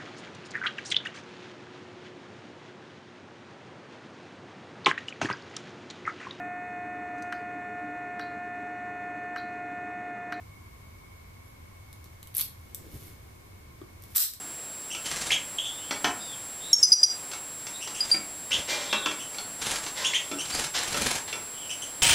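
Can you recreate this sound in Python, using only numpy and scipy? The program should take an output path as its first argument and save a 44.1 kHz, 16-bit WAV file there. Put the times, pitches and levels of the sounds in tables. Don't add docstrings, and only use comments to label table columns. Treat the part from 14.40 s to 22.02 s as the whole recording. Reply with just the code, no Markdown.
import sys
import numpy as np
from scipy import signal
from scipy.fft import rfft, irfft
from scipy.io import wavfile
from scipy.ndimage import map_coordinates

SR = 44100
rng = np.random.default_rng(int(sys.argv[2]) if len(sys.argv) > 2 else 0)


def put_to_file(sound):
    columns = np.atleast_2d(sound).T
    safe = np.clip(columns, -1, 1)
    whole_steps = np.round(safe * 32767)
    wavfile.write(sys.argv[1], SR, whole_steps.astype(np.int16))


N = 336042

# (frequency [Hz], level [dB])
AIR_SPECTRUM = [(20, -4), (60, -3), (110, 4), (230, 1.5), (280, 5), (380, 0.5), (580, 3), (1500, -0.5),
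                (3000, -4), (5300, -5), (6400, -10.5), (8200, -1.5), (9000, -4), (10000, 0.5),
                (11700, -4.5), (12600, -14.5), (16000, -15)]
# (frequency [Hz], t60 [s])
WALL_DECAY = [(150, 0.51), (1000, 0.43), (3500, 0.24), (6000, 0.24), (12000, 0.15)]
# (time [s], rise [s], t60 [s], level [dB], wire's ring [dB])
RUSTLES = [(4.105, 0.0038, 0.5, -32, -14), (4.271, 0.028, 0.52, -26.5, -10.5),
           (4.38, 0.033, 0.72, -36.5, -13), (5.548, 0.029, .98, -32, -12.5), (6.335, 0.019, 0.31, -24, -39),
           (6.871, 0.013, 0.12, -35, -15)]
# (frequency [Hz], width [Hz], level [dB])
MESH_MODES = [(612, 29, 7.5), (1068, 194, -3), (2128, 53, 3.5), (2388, 21, 7.5), (3910, 72, -17)]
# (time [s], level [dB], frequency the struck spot favours [Hz], ring [dB], thud [dB])
KNOCKS = [(0.548, -37.5, 2700, 0.5, -13), (1.509, -21.5, 5050, -1.5, -10), (1.644, -12, 810, -9.5, -15),
          (2.915, -34, 4124, -7, -15), (2.934, -31, 2680, -9, -25), (3.268, -32, 2730, -9, -20),
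          (3.474, -29, 5400, -18, -19), (3.744, -30, 2310, -3, -5), (4.528, -13.5, 3100, -7.5, -25),
          (4.659, -17.5, 2900, -7, -16), (4.712, -31.5, 2300, -0.5, -16), (4.945, -39, 2260, -3, -26),
          (4.984, -34.5, 4060, 4, -43), (5.464, -28, 2270, -13, -26), (5.914, -30.5, 277, 3, -3.5),
          (6.544, -20.5, 560, -5, -15), (6.928, -29, 2670, 0, -29), (6.955, -41.5, 430, 7.5, -7)]
# (frequency [Hz], level [dB], t60 [s])
FRAME_MODES = [(206, -7, 0.21), (288, 0, 0.16), (424, -5, 0.26), (579, 5.5, 0.086), (717, -6, 0.11),
               (867, 8.5, 0.031), (967, 6.5, 0.079), (1338, 9.5, 0.097), (1495, 4, .2), (1810, -1, 0.14),
               (2256, 10.5, 0.055), (2415, 4.5, 0.052), (2705, 10.5, 0.049), (3260, 4, 0.048),
               (3450, 13, 0.043), (4190, 9, 0.03), (4400, 1, 0.16), (4900, -8, 0.12), (5640, -27, 0.18)]
# (frequency [Hz], level [dB])
SCRAPE_SPECTRUM = [(100, -19), (400, -6), (1000, -2), (2200, 0.5), (3600, 4), (5800, -1), (8000, -9.5),
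                   (12000, -15), (16000, -32)]
THUD_SPECTRUM = [(40, -60), (110, -20), (160, -2), (200, -31.5), (330, 11.5), (450, -12), (620, 7),
                 (1000, -23.5)]
PERCH_SPECTRUM = [(200, -47), (450, 0), (650, -15), (850, -1), (1500, -2.5), (2200, -6.5), (3200, -4.5),
                  (4200, -38), (8000, -42)]
CLICK_SPECTRUM = [(1500, -15), (3000, 1.5), (4700, 3.5), (6000, 6.5), (7200, -9), (12000, -9), (16000, -42)]
SWISH_SPECTRUM = [(100, -7.5), (300, -7.5), (900, -2), (2500, -0.5), (5000, -1), (8000, -3), (11000, -6.5),
                  (13000, -19), (16000, -40)]
PUSH_SPECTRUM = [(20, -40), (60, 9.5), (130, 3.5), (300, 6), (700, 1), (2000, -22.5)]
# (first beat [s], last beat [s], nearest point [share of the flight],
# passing time [s], swish level [dB], push level [dB])
FLIGHTS = [(0.666, 0.921, 0.68, 0.28, -30, -46), (3.509, 3.704, 1, 0.067, -34.5, -50),
           (4.149, 4.192, 0.98, 0.063, -37, -39.5), (5.224, 5.361, 0.52, 0.048, -25, -39),
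           (5.438, 5.486, 0.092, 0.02, -35, -65), (6.014, 6.244, .76, 0.049, -26, -34.5),
           (6.39, 6.76, 0.7, 0.11, -25.5, -32.5)]
# (time [s], length [s], middle pitch [Hz], glide [Hz/s], level [dB])
FAR_WHISTLES = [(1.198, 0.093, 3420, 1200, -34.5), (1.303, 0.082, 3560, 1200, -45),
                (1.371, .14, 3200, 2300, -47), (1.789, .15, 3650, -3700, -43.5),
                (1.785, 0.085, 4900, -2500, -49), (2.204, 0.13, 3800, 1700, -39.5),
                (3.323, .048, 3770, 12000, -45), (4.475, 0.21, 3736, -1800, -35),
                (4.745, .07, 3380, -4000, -46.5), (7.135, 0.12, 3155, -2300, -43.5)]
# (time [s], length [s], top pitch [Hz], level [dB], step per harmonic [dB])
CHIRPS = [(.503, .04, 3280, -35, -5.5), (.639, .038, 3300, -41, -6), (0.903, 0.039, 3500, -19.5, -11),
          (1.184, 0.0084, 3435, -18, -21), (1.252, 0.026, 3445, -32.5, -12), (3.405, 0.043, 3207, -36, -5),
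          (3.545, 0.045, 3310, -40, -1), (4.114, 0.032, 3523, -21, -11), (4.793, 0.037, 3210, -39, -7),
          (5.642, 0.038, 3620, -22.5, -7.5), (5.733, .036, 3550, -18.5, -10), (5.985, 0.031, 3240, -34, -3),
          (6.12, 0.045, 5160, -30.5, -11), (7.291, 0.029, 3250, -33, -5.5), (7.419, 0.023, 3375, -33, -4.5)]
# (time [s], length [s], pitch [Hz], level [dB])
PEEPS = [(3.604, 0.016, 4830, -14.5), (3.713, 0.031, 4700, -8.5)]
# (time [s], length [s], rise [s], lower pitch [Hz], level [dB],
# upper voice's delay [s], its starting level re the lower [dB])
NEAR_PIPS = [(2.3294, 0.016, 0.0028, 5460, -2.5, 0.0021, -3),
             (2.428, 0.0276, 0.0024, 5018, -5.5, 0.0044, 2.5), (2.518, 0.023, 0.0051, 4884, 0.5, 0.0088, 1),
             (2.629, 0.021, 0.0063, 4860, -2, 0.0054, 0.5)]


def amp(db):
    return 10 ** (np.asarray(db) / 20)


def along(points, hz):
    knots_hz, values = np.transpose(points)
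    return np.interp(np.log(hz + 1), np.log(knots_hz + 1), values)


def clock():
    return np.arange(SR // 2) / SR


def noise(spectrum, size=SR // 2):
    colour = amp(along(spectrum, np.fft.rfftfreq(size, 1 / SR)))
    x = irfft(rfft(rng.standard_normal(size)) * colour, size)
    return x / np.sqrt(np.mean(x ** 2) + 1e-20)


def wobble(rate, size=SR // 2):
    return map_coordinates(rng.standard_normal(size // 8), [np.arange(size) * rate / SR], mode="wrap")


def gate(t, length, edge):
    opening = np.sin(np.pi / 2 * np.clip(t / edge, 0, 1)) ** 2
    closing = np.sin(np.pi / 2 * np.clip((length - t) / edge + .5, 0, 1)) ** 2
    return opening * closing


def add(track, start, x):
    i = max(round(start * SR), 0)
    track[i:i + len(x)] += x[:N - i]


def room(x, wet_db, gap_s=0.0051):
    hz, t, spectra = signal.stft(rng.standard_normal(SR // 2), SR, nperseg=256)
    decay = amp(-60 * t / along(WALL_DECAY, hz)[:, None])
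    tail = signal.istft(spectra * decay, SR, nperseg=256)[1][:SR // 2]
    tail *= np.clip(clock() / gap_s - 1, 0, 1)
    response = amp(wet_db) * tail / np.linalg.norm(tail)
    response[0] += 1
    return signal.fftconvolve(x, response) / np.sqrt(1 + amp(2 * wet_db))


def room_air():
    drift_db = .6 * wobble(5, size=N)
    return noise(AIR_SPECTRUM, size=N) * amp(-43.5 + drift_db)


def whine(pitch_hz=7570, restart_hz=30, beat_hz=292):
    t = np.arange(N) / SR
    since_restart = (t - .0184) % (1 / restart_hz)
    phase = 2 * np.pi * pitch_hz * since_restart
    neighbour = amp(-13.5) * np.sin(phase + 2 * np.pi * beat_hz * t)
    tone = np.sin(phase) + amp(-19.5) * np.sin(2 * phase)
    tick = amp(-16) * np.sin(2 * np.pi * 8600 * since_restart) * np.exp(-since_restart / 0.0009)
    highpass = signal.butter(6, 6800, "high", fs=SR, output="sos")
    return amp(-37) * signal.sosfilt(highpass, tone + neighbour + tick)


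def rustles():
    out, t = np.zeros(N), clock()
    mesh = sum(amp(db) * width * np.exp(-np.pi * width * t) * np.sin(2 * np.pi * hz * t)
               for hz, width, db in MESH_MODES)
    for start, rise, t60, db, ring_db in RUSTLES:
        swell = np.minimum(t / rise, 1) * amp(db - 60 * np.maximum(t - rise, 0) / t60)
        scrape = noise(SCRAPE_SPECTRUM) * swell * amp(0.8 * wobble(482))
        ring = amp(ring_db) * signal.fftconvolve(scrape, mesh / np.linalg.norm(mesh))[:len(t)]
        add(out, start, room(scrape + ring, wet_db=-1.5))
    return out


def knocks(firm_db=-20, boom_below_hz=330):
    out, t = np.zeros(N), clock()
    mode_hz, mode_db, t60 = np.transpose(FRAME_MODES)[:, :, None]
    for start, db, spot_hz, ring_db, thud_db in KNOCKS:
        settling = np.maximum(t - .008, 0)
        clack = noise(PERCH_SPECTRUM) * amp(-3.5 - 60 * settling / 0.05)
        thud = noise(THUD_SPECTRUM) * amp(thud_db + 6 - 60 * t / 0.076)
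        click_db = -1.5 - 0.51 * (db - firm_db)
        click = noise(CLICK_SPECTRUM) * amp(click_db - 60 * t / 0.06)
        off_spot_db = 13 * (np.exp(-(np.log(mode_hz / spot_hz) / 0.2) ** 2) - 1)
        boom = amp(thud_db - 3) * (mode_hz < boom_below_hz)
        drive = amp(ring_db + off_spot_db) + boom
        scatter_db = rng.normal(0, 3, mode_hz.shape)
        envelopes = drive * amp(mode_db + scatter_db - 60 * t / t60)
        modes = np.sin(2 * np.pi * (mode_hz * t + rng.random(mode_hz.shape)))
        ring = (envelopes * modes).sum(axis=0)
        contact = 1 - np.exp(-t / 0.00021)
        add(out, start, room(amp(db - 6) * contact * (clack + thud + click + ring), wet_db=-3.5))
    return out


def wingbeats(beat_s, push_falloff=2.7):
    for first, last, nearest, passing, swish_db, push_db in FLIGHTS:
        nearest_s = first + nearest * (last - first)
        for time in np.linspace(first, last, round((last - first) / beat_s) + 1):
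            distance_db = 20 * np.log10(np.hypot(1, (time - nearest_s) / passing))
            yield time, swish_db - distance_db, push_db - push_falloff * distance_db


def wings(beat_s=.049, swish_s=0.0094, upstroke_s=0.0069, push_s=0.017):
    swishes, pushes = np.zeros(N), np.zeros(N)
    lead_s = .05
    t = np.arange(SR // 5) / SR - lead_s
    downstroke = np.exp(-np.abs(t / swish_s))
    upstroke = amp(-9) * np.exp(-((t - beat_s / 2) / upstroke_s) ** 2)
    for time, swish_db, push_db in wingbeats(beat_s):
        crinkle_db = 2.5 * wobble(800, size=len(t))
        swish = noise(SWISH_SPECTRUM, size=len(t)) * np.hypot(downstroke, upstroke)
        push = noise(PUSH_SPECTRUM, size=len(t)) * np.exp(-(t / push_s) ** 2)
        add(swishes, time - lead_s, amp(swish_db + 2.35 + crinkle_db) * swish)
        add(pushes, time - lead_s, amp(push_db) * push)
    return room(swishes, wet_db=-5)[:N] + pushes


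def voice(pitch_hz, second_db, third_db):
    phase = 2 * np.pi * np.cumsum(pitch_hz) / SR
    return np.sin(phase) + amp(second_db) * np.sin(2 * phase) + amp(third_db) * np.sin(3 * phase)


def far_whistles(bend_hz_per_s2=34000, quaver_hz=125):
    out, t = np.zeros(N), clock()
    for start, length, middle_hz, glide, db in FAR_WHISTLES:
        from_middle = np.minimum(t, length) - length / 2
        arch = middle_hz + glide * from_middle - bend_hz_per_s2 * from_middle ** 2
        hoarse = amp(2 * wobble(400))
        call = voice(arch + quaver_hz * wobble(700), -30, -39) * gate(t, length, 0.0056) * hoarse
        add(out, start, room(amp(db) * call, wet_db=7))
    return out


def chirps(full_db=-20, full_s=.035, climb_hz=1053, rasp_hz=469, shine_hz=8860):
    out, t = np.zeros(N), clock()
    for start, length, top_hz, db, overtone_db in CHIRPS:
        effort = amp(db - full_db) ** 0.43 * (length / full_s) ** .75
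        to_go = 1 - np.clip(t / length, 0, 1)
        rasp = rasp_hz * effort ** 0.595 * np.abs(wobble(659))
        pitch = top_hz - climb_hz * effort * to_go ** 3.5 - rasp
        second_db, third_db = [(k - 1) * overtone_db + 7.5 * np.exp(-((k * pitch - shine_hz) / 190) ** 2)
                               for k in (2, 3)]
        throat_db = -12 * (1 - pitch / top_hz)
        hoarse = amp(4 * wobble(350))
        call = voice(pitch, second_db, third_db) * gate(t, length, 0.0032) * hoarse
        add(out, start, room(amp(db + 2 + throat_db - 60 * t) * call, wet_db=-1))
    return out


def peeps(fade_db_per_s=390):
    out, t = np.zeros(N), clock()
    for start, length, hz, db in PEEPS:
        pitch = hz * (1 + .015 * np.sin(np.pi * t / length) + .007 * wobble(250))
        call = voice(pitch, -16, -40) * gate(t, length, .004)
        add(out, start, room(amp(db - fade_db_per_s * t) * call, wet_db=-7))
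    return out


def near_pips(upper_ratio=1.181, fade_db_per_s=190, upper_extra_fade_db_per_s=420):
    out, t = np.zeros(N), clock()
    for start, length, rise, hz, db, delay, upper_db in NEAR_PIPS:
        lower_hz = hz * (1 + 0.081 * np.exp(-t / 0.0017) + 0.0045 * wobble(540))
        lower = voice(lower_hz, -20, -40) * gate(t, length, rise)
        late = np.maximum(t - delay, 0)
        upper_hz = upper_ratio * hz * (1 + 0.12 * np.exp(-late / 0.0021) + .012 * wobble(400))
        upper = voice(upper_hz, -31, -60) * gate(late, length, 0.0026)
        upper *= amp(upper_db - upper_extra_fade_db_per_s * late)
        sum_tone = amp(-18) * np.real(signal.hilbert(lower) * signal.hilbert(upper))
        snap = amp(-24) * noise(CLICK_SPECTRUM) * gate(late, 0.007, 0.00039)
        pip = amp(db - fade_db_per_s * t) * (lower + upper + sum_tone + snap)
        add(out, start, room(pip, wet_db=-11))
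    return out


def scene():
    calls = near_pips() + peeps() + chirps() + far_whistles()
    movement = wings() + knocks() + rustles()
    mono = calls + movement + whine() + room_air()
    return np.array([mono, mono])


def limiter(x, ceiling_db, release_db_per_s, attack_s):
    over_db = np.maximum(20 * np.log10(np.abs(x).max(axis=0) + 1e-9) - ceiling_db, 0)
    ramp_db = release_db_per_s * np.arange(N) / SR
    held_db = np.maximum.accumulate(over_db + ramp_db) - ramp_db
    pole = np.exp(-1 / (attack_s * SR))
    return x * amp(-signal.lfilter([1 - pole], [1, -pole], held_db))


def record(dry):
    limited = limiter(dry, ceiling_db=-7.5, release_db_per_s=122, attack_s=0.00096)
    in_band = np.fft.rfftfreq(N, 1 / SR) < 15780
    return irfft(rfft(limited) * in_band, N)


dry = scene()
out = record(dry)
put_to_file(out)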